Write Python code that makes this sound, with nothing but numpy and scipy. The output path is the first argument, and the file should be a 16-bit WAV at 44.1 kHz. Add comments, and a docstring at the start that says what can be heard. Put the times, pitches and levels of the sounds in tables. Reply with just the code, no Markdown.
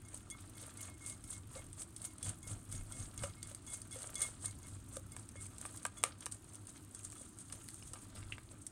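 """A low kitchen rumble and faint air lie under everything, and a wire whisk drags through batter in a glass bowl.
From the first stroke its wires scrape and tick on the glass, which rings briefly; blows knock the damped bowl.
Between two and four seconds the rocking bowl jolts the counter and the rumble swells; the hardest blow lands
at six seconds, and near the end an air pocket bursts. Filtered noise makes the air, rumble, scrapes and ticks,
decaying sines make the glass, and sparse echoes make the kitchen."""
import sys
import numpy as np
from scipy import signal
from scipy.fft import rfft, irfft
from scipy.io import wavfile
from scipy.ndimage import uniform_filter1d

SR = 44100
rng = np.random.default_rng(int(sys.argv[2]) if len(sys.argv) > 2 else 0)


def unload_audio(sound):
    """Save the sound as a 16-bit wav file, at the path given as the first command line argument."""
    columns = np.transpose(np.atleast_2d(sound))
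    # keep every value between -1 and 1, then stretch to whole-number steps
    steps = np.round(np.clip(columns, -1, 1) * 32767)
    wavfile.write(sys.argv[1], SR, steps.astype(np.int16))


N = 384111

# Colour of the room noise. Each row: frequency in Hz, density in dB per Hz before levelling.
ROOM = [(15, -83), (25, -5.5), (102, 2), (161, -5), (309, 1), (489, -19.5), (1190, -17.5), (2000, -27),
        (4250, -30), (7110, -40), (8830, -32), (10700, -66), (16000, -35)]
# Steady rumble. Each row: time in seconds, level in dB.
RUMBLE = [(0.0, -56), (0.75, -57.5), (1.65, -54), (1.95, -57.5), (3.5, -58), (4.4, -54.5), (5.45, -54.5),
          (6.0, -58), (7.0, -60), (7.6, -57.5), (8.2, -55.5), (8.71, -57)]
# The bowl rocks on its mat and jolts the counter. Each row: loudest moment in seconds, level in dB.
JOLTS = [(2.28, -45.5), (2.52, -44), (2.76, -44), (2.999, -45.5), (3.23, -45), (3.45, -52)]
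# The counter thumps deeply. Each row: loudest moment in seconds, level in dB.
THUMPS = [(1.6, -56), (2.8, -50), (3.0, -57), (3.21, -58), (8.25, -57)]
# Strokes of the whisk along the wall. Each row: loudest moment in seconds, scrape level in dB before the
# layer trims, batter level in dB, length in seconds.
STROKES = [(0.143, -51.5, -65, 0.26), (0.41, -59.5, -65, 0.49), (0.629, -50.5, -60.5, 0.35),
           (0.831, -47, -59.5, 0.32), (1.083, -46, -61, 0.33), (1.322, -44, -62.5, 0.24),
           (1.563, -46, -57, 0.24), (1.805, -46, -60.5, 0.2), (2.039, -49.5, -62, 0.3),
           (2.27, -40.5, -54, 0.2), (2.509, -44.5, -57.5, 0.22), (2.756, -47.5, -60, 0.32),
           (2.991, -47.5, -60, 0.48), (3.239, -43, -55, 0.28), (3.495, -51, -63.5, 0.36),
           (3.732, -42.5, -61, 0.28), (3.964, -47.5, -72, 0.12), (4.02, -49, -57, 0.5),
           (4.229, -37.5, -52.5, 0.3), (4.452, -40, -58, 0.2), (4.687, -53.5, -65.5, 0.47),
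           (4.942, -51, -64, 0.25), (5.197, -56, -65, 0.38), (5.422, -49, -63, 0.22),
           (5.653, -52, -61.5, 0.77), (5.833, -55, -66, 0.13), (5.977, -48, -62.5, 0.092),
           (6.075, -52.5, -56.5, 0.19), (6.23, -51.5, -60, 0.1), (6.334, -53, -69, 0.17),
           (6.522, -58, -68, 0.36), (6.69, -49, -64.5, 0.094), (6.765, -56.5, -64.5, 0.19),
           (6.962, -53.5, -69, 0.27), (7.05, -43.5, -66, 0.11), (7.207, -53.5, -69, 0.65),
           (7.41, -47.5, -65, 0.088), (7.543, -56, -64.5, 0.41), (7.708, -53, -72, 1),
           (7.873, -50.5, -67, 0.24), (7.973, -56, -63, 0.1), (8.026, -56, -67, 0.31),
           (8.18, -54, -62, 0.32), (8.319, -54.5, -63.5, 0.23), (8.517, -50, -61, 0.052),
           (8.621, -55, -82, 0.075)]
# Colour of steel on glass. Each row: frequency in Hz, density in dB per Hz before levelling.
STEEL = [(880, -48.5), (1500, -14), (2160, -19), (2440, -21.5), (3350, -12.5), (5880, -15.5), (8660, 5),
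         (9560, -1.5), (11300, -19.5), (15100, -32), (16000, -50)]
# Colour of batter folding over. Each row: frequency in Hz, density in dB per Hz before levelling.
SLOSH = [(350, -4), (560, -1), (900, -8), (1250, -1), (2000, -11.5), (3300, -10), (5000, -12.5),
         (8000, -22)]
# Colour of the fine bright fizz. Each row: frequency in Hz, density in dB per Hz before levelling.
FIZZ = [(3000, -42), (6000, -1.5), (9000, 7.5), (12000, -1), (16000, -10)]
# Modes of the glass bowl. Each row: frequency in Hz, relative level in dB, T60 in seconds.
BOWL = [(530, -7, 0.02), (1220, -3.5, 0.16), (2165, -2, 1.0), (3400, -1, 0.14), (4820, 2, 0.04),
        (6360, 13, 0.045), (6730, 14, 0.04), (7510, 5, 0.04), (7950, -8, 0.064), (8880, 18, 0.03),
        (8700, -5, 0.22), (9300, -11, 0.26)]
# Blows on the bare glass above the batter. Each row: start in seconds, gain of the third bowl mode in dB,
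# gain of the fourth in dB (both before the trim), free ring in seconds.
RINGS = [(0.0493, -76, -79, 0.034), (0.3097, -67, -65.5, 0.04), (0.548, -77, -78, 0.11),
         (0.7771, -71, -81, 0.038), (0.826, -80, -72, .05), (0.8769, -74, -91, 0.071),
         (1.0086, -68.5, -79, 0.075), (1.1004, -70, -81, 0.03), (1.245, -82, -85, 0.058),
         (1.3309, -73, -83, 0.041), (1.5688, -69, -79, 0.027), (2.02, -78, -79, 0.11),
         (2.232, -81, -59, 0.042), (2.4304, -73, -76, 0.068), (2.72, -77, -70, 0.082),
         (2.9208, -72, -67, 0.093), (3.1792, -72.5, -72, 0.12), (3.3633, -76, -91, 0.04),
         (3.4286, -77, -69, 0.04), (3.6731, -74, -65, 0.1), (3.71, -73, -64, 0.033),
         (3.9155, -67.5, -59, 0.027), (4.157, -65, -57, 0.044), (4.2164, -57, -55, 0.042),
         (4.45, -71.5, -74, 0.044), (4.6294, -76, -75, 0.032), (5.122, -72, -73, 0.014),
         (5.3597, -68.5, -74, 0.041), (5.9703, -79, -63, 0.03), (6.95, -93, -75, 0.037),
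         (7.17, -91, -72, .05)]
# Wire taps. Each row: start in seconds, level in dB before the trim, rattle T60 in seconds.
TAPS = [(0.0844, -48, 0.031), (0.1742, -33, 0.0051), (0.301, -39, 0.034), (0.772, -43.5, 0.031),
        (0.807, -38, 0.017), (1.062, -38.5, 0.035), (1.0973, -38, 0.029), (1.239, -45, 0.041),
        (1.2763, -48, 0.029), (1.666, -45.5, 0.0098), (1.73, -43.5, 0.014), (1.7925, -57, 0.1),
        (1.8171, -39.5, 0.044), (1.963, -41.5, 0.035), (2.018, -36.5, 0.0082), (2.0416, -44, 0.048),
        (2.049, -36, 0.043), (2.182, -45, 0.019), (2.2282, -35, 0.032), (2.25, -45, 0.074),
        (2.2922, -32, 0.029), (2.4287, -44.5, 0.016), (2.473, -44, 0.059), (2.716, -43, 0.036),
        (2.7245, -38.5, 0.025), (2.922, -39.5, 0.016), (3.1768, -34.5, 0.02), (3.234, -45, 0.051),
        (3.4285, -34, 0.021), (3.4716, -44, 0.028), (3.515, -33, 0.0043), (3.548, -31, 0.0072),
        (3.665, -47, 0.043), (3.817, -33, 0.0094), (3.91, -46, 0.028), (3.926, -43, 0.062),
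        (3.9878, -44, 0.026), (4.02, -30, 0.0048), (4.031, -28.5, 0.0043), (4.143, -37, 0.015),
        (4.1544, -29.5, 0.016), (4.2168, -29.5, 0.057), (4.235, -46, 0.033), (4.2662, -42, 0.046),
        (4.4481, -45.5, 0.059), (4.457, -28, 0.015), (4.509, -43.5, 0.023), (4.968, -28, 0.0078),
        (5.119, -43.5, 0.02), (5.165, -29, 0.0053), (5.2899, -36, 0.0081), (5.4638, -37.5, 0.017),
        (5.5821, -38, 0.016), (5.6135, -28.5, 0.0067), (5.6587, -37.5, 0.027), (5.772, -42, 0.042),
        (5.83, -43, 0.008), (5.851, -25.5, 0.0099), (5.864, -34, 0.014), (6.0302, -31, 0.0048),
        (6.038, -8, 0.0041), (6.062, -34, .006), (6.206, -41, 0.021), (6.2586, -28, 0.0046),
        (6.264, -23, 0.0044), (6.314, -44, 0.036), (6.3217, -34.5, 0.021), (6.5458, -40.5, 0.0099),
        (6.554, -37, 0.0069), (6.67, -40, 0.012), (6.948, -33.5, 0.011), (6.992, -43, .015),
        (7.0323, -44, 0.011), (7.0476, -37, 0.015), (7.1005, -44, 0.012), (7.114, -40, 0.0044),
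        (7.121, -33, 0.0064), (7.128, -41, 0.011), (7.154, -40, 0.005), (7.387, -35, 0.0062),
        (7.402, -44, 0.009), (7.524, -36, 0.03), (7.6802, -43, 0.012), (7.687, -28, 0.006),
        (7.743, -36, 0.0055), (7.9337, -40.5, 0.043), (8.666, -35.5, 0.027)]
# Modes of the bowl damped by batter and mat. Each row: frequency in Hz, relative level in dB, T60 in seconds.
KNOCK = [(552, -3.5, 0.073), (820, -13.5, 0.011), (1238, 0.5, 0.021), (1660, 2.5, 0.0081),
         (2326, 6.5, 0.0074), (2810, 9, 0.0059), (3600, 6.5, 0.0056), (4940, 13, 0.0056)]
# Blows through the batter. Each row: start in seconds, peak level in dB before the trim and bass cut,
# centre of the blow's spectrum in Hz, contact T60 in seconds.
KNOCKS = [(0.131, -53, 1160, 0.0091), (0.387, -51.5, 1170, 0.008), (0.881, -49.5, 1290, 0.069),
          (1.556, -44.5, 514, 0.089), (3.236, -39, 536, 0.032), (3.236, -35.5, 2600, 0.039),
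          (3.511, -54.5, 520, 0.031), (3.959, -44.5, 520, 0.025), (4.767, -55, 1290, 0.0079),
          (4.968, -40, 750, 0.0076), (5.166, -41.5, 1330, 0.0095), (5.356, -46, 810, 0.018),
          (5.653, -36, 1140, 0.0072), (5.853, -29, 1150, 0.017), (6.038, -18.5, 1450, 0.0032),
          (6.045, -46.5, 880, 0.19), (6.227, -48.5, 1600, 0.035), (6.2644, -32.5, 1500, 0.013),
          (6.999, -52.5, 1900, .01), (7.127, -49, 1290, .01), (7.21, -54.5, 560, 0.017),
          (7.5, -47, 2500, 0.0083), (7.526, -48, 1300, 0.012), (7.825, -49, 3320, 0.015),
          (7.936, -46.5, 1150, 0.019), (7.957, -47, 1400, 0.052), (8.162, -48, 3600, .006),
          (8.171, -46.5, 3600, 0.025), (8.229, -45, 2000, 0.0089), (8.382, -40, 2200, 0.016),
          (8.529, -56, 590, 0.014)]
# An air pocket in the batter bursts. The one row: start in seconds, starting level in dB, pitch in Hz,
# width in Hz, T60 in seconds.
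CLACK = (8.3225, -36, 2418, 900, .035)
# Decay of the kitchen's echoes. Each row: frequency in Hz, T60 in seconds.
KITCHEN = [(300, 0.11), (1500, 0.15), (5000, 0.11), (12000, 0.057)]

AIR_DB = -64.5
HUM_HZ, HUM_WIDTH_HZ, HUM_DB = 99, 9.1, 6  # the counter's own resonance; its gain adds to the plain rumble
JOLT_S, THUMP_S, JOLT_FADE_DB = 0.15, 0.19, 11.5  # thumps share the fade
THUMP_HZ = 41.6
RISE_SHARE = 0.46  # part of a swell before its loudest moment
# How far each layer sinks at both ends of a stroke, and its floor between strokes
SCRAPE_FADE_DB, SCRAPE_REST_DB = 33.5, -66.5
BATTER_FADE_DB, BATTER_REST_DB = 19, -74
SLIP_SPREAD_DB, SLIP_CLUMP_DB = 2, 6.5
SWISH_DRIFT_DB, HUM_CLUMP_DB, FIZZ_CLUMP_DB = 3, 6, 7.5
RING_SPREAD_DB = 3.5
KNOCK_DETUNE, CONTACT_DETUNE = 0.02, 0.012  # typical pitch scatter as a fraction
EDGE_HZ = 15900


def amp(db):
    """Gain of a level in dB."""
    return 10 ** (np.asarray(db) / 20)


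def evened(x):
    """Scales to rms 1."""
    return x / np.sqrt(np.mean(x ** 2) + 1e-20)


def read(points, hz):
    """Reads a table on a log frequency axis."""
    f, value = np.transpose(points)
    return np.interp(np.log(hz + 1), np.log(f + 1), value)


def curve(rows):
    """Columns of a table joined by straight lines in time."""
    s, *columns = np.transpose(rows)
    return [np.interp(np.arange(N) / SR, s, c) for c in columns]


def add(mix, s, sound):
    """Adds a sound at a time in seconds, cut off at the end of the mix."""
    part = mix[round(s * SR):][:len(sound)]
    part += sound[:len(part)]


def colour(x, points):
    """Minimum-phase filter shaped to the given spectrum, its impulse response scaled to energy 1."""
    log_gain = np.log(amp(read(points, abs(np.fft.fftfreq(4096, 1 / SR)))))
    response = np.fft.ifft(np.exp(np.conj(signal.hilbert(log_gain)))).real[:1024]
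    return signal.oaconvolve(x, response / np.linalg.norm(response))[:len(x)]


def swells(peaks_s, peaks_db, lengths_s, fade_db):
    """Gain over time of swells that rise to their peak and sink again, straight in dB, summed in power."""
    t = np.arange(0, N + 64, 64) / SR
    power = 0
    for s, db, length in np.broadcast(peaks_s, peaks_db, lengths_s):
        away = np.maximum((s - t) / RISE_SHARE, (t - s) / (1 - RISE_SHARE)) / length
        power = power + amp(2 * (db - fade_db * away))
    return np.interp(np.arange(N) / SR, t, np.sqrt(power))


def room_tone():
    """Steady air noise, a resonant rumble that swells with each jolt, and deep thumps of the counter."""
    hz = np.fft.rfftfreq(N, 1 / SR)
    noise = rfft(rng.standard_normal(N)) * amp(read(ROOM, hz))
    low = 1 / (1 + (hz / 200) ** 6)
    boom = 1 + amp(HUM_DB) / (1 + (2 * (hz - HUM_HZ) / HUM_WIDTH_HZ) ** 2)
    air = amp(AIR_DB) * evened(irfft(noise * (1 - low), N))
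    jolts = swells(*np.transpose(JOLTS), JOLT_S, JOLT_FADE_DB)
    shaking = np.hypot(amp(curve(RUMBLE)[0]), jolts)
    rumble = shaking * evened(irfft(noise * low * boom, N))
    deep_shape = hz / (1 + (hz / THUMP_HZ) ** 6)
    deep = evened(irfft(rfft(rng.standard_normal(N)) * deep_shape, N))
    thumps = swells(*np.transpose(THUMPS), THUMP_S, JOLT_FADE_DB) * deep
    return air + thumps + rumble


def grains(per_s, spread_db, clump_db, size=300):
    """Dense tiny impulses of uneven size whose strength comes in clumps."""
    force = amp(spread_db * np.minimum(rng.exponential(1, N), 5)) * rng.standard_normal(N)
    clumps = amp(clump_db * evened(uniform_filter1d(rng.standard_normal(N), size)))
    struck = rng.random(N) < per_s / SR
    return evened(force * clumps * struck)


def patchy(points, centres_hz, narrow_db, per_s, spread_db, clump_db, size=300):
    """Several unrelated streams of grains, each favouring its own part of the spectrum."""
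    hz = np.geomspace(200, 20000, num=40)
    total = np.zeros(N)
    for centre in centres_hz:
        bell_db = read(points, hz) - narrow_db * np.log2(hz / centre) ** 2
        weight = np.sqrt(np.sum(amp(2 * bell_db) * hz))  # restores the band's share of energy
        stream = grains(per_s, spread_db, clump_db, size)
        total += weight * colour(stream, np.transpose([hz, bell_db]))
    return evened(total)


def ring(modes, gains_db, detune=1, size=7000):
    """One blow: decaying sines, each mode with its own gain by where and how hard it lands, pitches scaled."""
    hz, db, t60 = np.transpose(modes)[:, :, None]
    t = np.arange(size) / SR
    hz = hz * np.reshape(detune, (-1, 1))
    level = amp(db + gains_db[:, None] - 60 * t / t60)
    return (level * np.sin(2 * np.pi * hz * t)).sum(0)


def body():
    """Response of the bowl to light contact: only upper modes, a little off pitch at each of three spots."""
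    upper = BOWL[5:]
    chance = rng.standard_normal((3, len(upper)))
    response = sum(ring(upper, 0 * spot, 1 + CONTACT_DETUNE * spot) for spot in chance)
    return response / np.linalg.norm(response)


def drag():
    """Slips of the wires hiss over a smooth swish and hum in the glass; the batter folds, with a fine fizz."""
    s, scrape_db, batter_db, length = np.transpose(STROKES)
    scrape = np.hypot(swells(s, scrape_db, length, SCRAPE_FADE_DB), amp(SCRAPE_REST_DB))
    slosh = np.hypot(swells(s, batter_db, length, BATTER_FADE_DB), amp(BATTER_REST_DB))
    hum = signal.oaconvolve(grains(6000, 4.2, HUM_CLUMP_DB) * scrape, body())[:N]
    slips = patchy(STEEL, (4000, 7000, 11000), 13.0, 12000, SLIP_SPREAD_DB, SLIP_CLUMP_DB) * scrape
    # A grain on every sample makes the swish smooth
    swish = patchy(STEEL, (4520, 6530, 8140, 9400, 12400), 38.3, SR, 0, SWISH_DRIFT_DB, size=1800) * scrape
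    batter = patchy(SLOSH, (589, 1176, 2200, 4230), 10.9, 5000, 0.51, 5.4) * slosh
    # The fine fizz follows the scrape only weakly
    fizz = grains(8000, 1.0, FIZZ_CLUMP_DB) * amp(-51.5) * scrape ** 0.28
    wires = amp(-4.0) * slips + amp(-7.0) * swish + amp(-10.0) * hum
    return wires + batter + colour(fizz, FIZZ)


def rings():
    """Struck glass sings in its modes until batter covers it again and damps it fast."""
    out, t = np.zeros(N), np.arange(7000) / SR
    for s, third_db, fourth_db, free in RINGS:
        scatter_db = RING_SPREAD_DB * rng.standard_normal(len(BOWL))
        gains_db = min(third_db, fourth_db) - 3.5 + scatter_db
        gains_db[2:4] = third_db, fourth_db
        damping_db = -700 * np.maximum(t - free, 0)
        swell = 1 - np.exp(-t / 0.00066)
        # The ring wavers roughly in level
        waver_db = 1.9 * evened(uniform_filter1d(rng.standard_normal(len(t)), 350))
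        add(out, s, amp(9.5 + damping_db + waver_db) * swell * ring(BOWL, gains_db))
    return out


def taps():
    """Each tap is a short noisy rattle of wires landing one after another, heard as steel and through the bowl."""
    rattle, t = np.zeros(N), np.arange(4000) / SR
    rise = 1 - np.exp(-t / 0.00036)
    for s, db, t60 in TAPS:
        chance = rng.standard_normal((2, len(t)))
        bounces = chance[0] * amp(2 * evened(uniform_filter1d(chance[1], 30)))
        add(rattle, s, amp(db - 1.0 - 60 * t / t60) * rise * evened(bounces))
    through_bowl = signal.oaconvolve(rattle, body())[:N]
    return colour(rattle, STEEL) + amp(-9) * through_bowl


def knocks():
    """Short dull blows: a rough contact drives the damped bowl; the bass is cut."""
    out, t = np.zeros(N), np.arange(5000) / SR
    for s, db, centre_hz, t60 in KNOCKS:
        chance = rng.standard_normal((2, len(t)))
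        contact = (t == 0) + 0.18 * chance[0] * amp(-60 * t / t60)  # first touch, then grit
        octaves = np.log2(np.transpose(KNOCK)[0] / centre_hz)
        gains_db = -11.0 * octaves ** 2 + 2 * chance[1, :len(KNOCK)]
        detune = 1 + KNOCK_DETUNE * chance[1, -len(KNOCK):]
        blow = signal.oaconvolve(ring(KNOCK, gains_db, detune), contact)
        add(out, s, amp(db + 4.0) * blow / abs(blow).max())
    return signal.sosfilt(signal.butter(4, 460, "high", fs=SR, output="sos"), out)


def clack():
    """An air pocket bursts: a fading puff of noise through its broad, hollow resonance."""
    s, db, hz, width_hz, t60 = CLACK
    out, t = np.zeros(N), np.arange(3000) / SR
    band = [hz - width_hz / 2, hz + width_hz / 2]
    pocket = signal.butter(2, band, "band", fs=SR, output="sos")
    puff = evened(signal.sosfilt(pocket, rng.standard_normal(len(t))))
    add(out, s, amp(db - 60 * t / t60) * puff)
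    return out


def kitchen(x):
    """Sparse echoes of random sign, the treble dying first."""
    echoes = np.zeros(SR // 2)
    at = np.arange(120, SR // 2 - 20, 20)
    echoes[at + rng.integers(0, 20, len(at))] = rng.choice([-1., 1.], len(at))
    hz, t, z = signal.stft(echoes, SR, nperseg=128)
    decay = amp(-60 * t / read(KITCHEN, hz)[:, None])
    tail = signal.istft(z * decay, SR, nperseg=128)[1]
    return signal.oaconvolve(x, tail / np.linalg.norm(tail))[:N]


def scene():
    """Whisk and bowl with their echoes over the room tone; the bright layers feed the echoes a little more."""
    bright = taps() + drag() + rings()
    dull = knocks() + clack()
    echoes = kitchen(amp(-11.5) * bright + amp(-14.0) * dull)
    return (bright + dull + echoes + room_tone())[None]


def record(dry):
    """Band limit of the recorder: a steep, linear-phase low-pass."""
    low_pass = signal.firwin(511, EDGE_HZ, window=("kaiser", 9), fs=SR)
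    return signal.oaconvolve(dry, low_pass[None], "same")


dry = scene()
out = record(dry)
unload_audio(out)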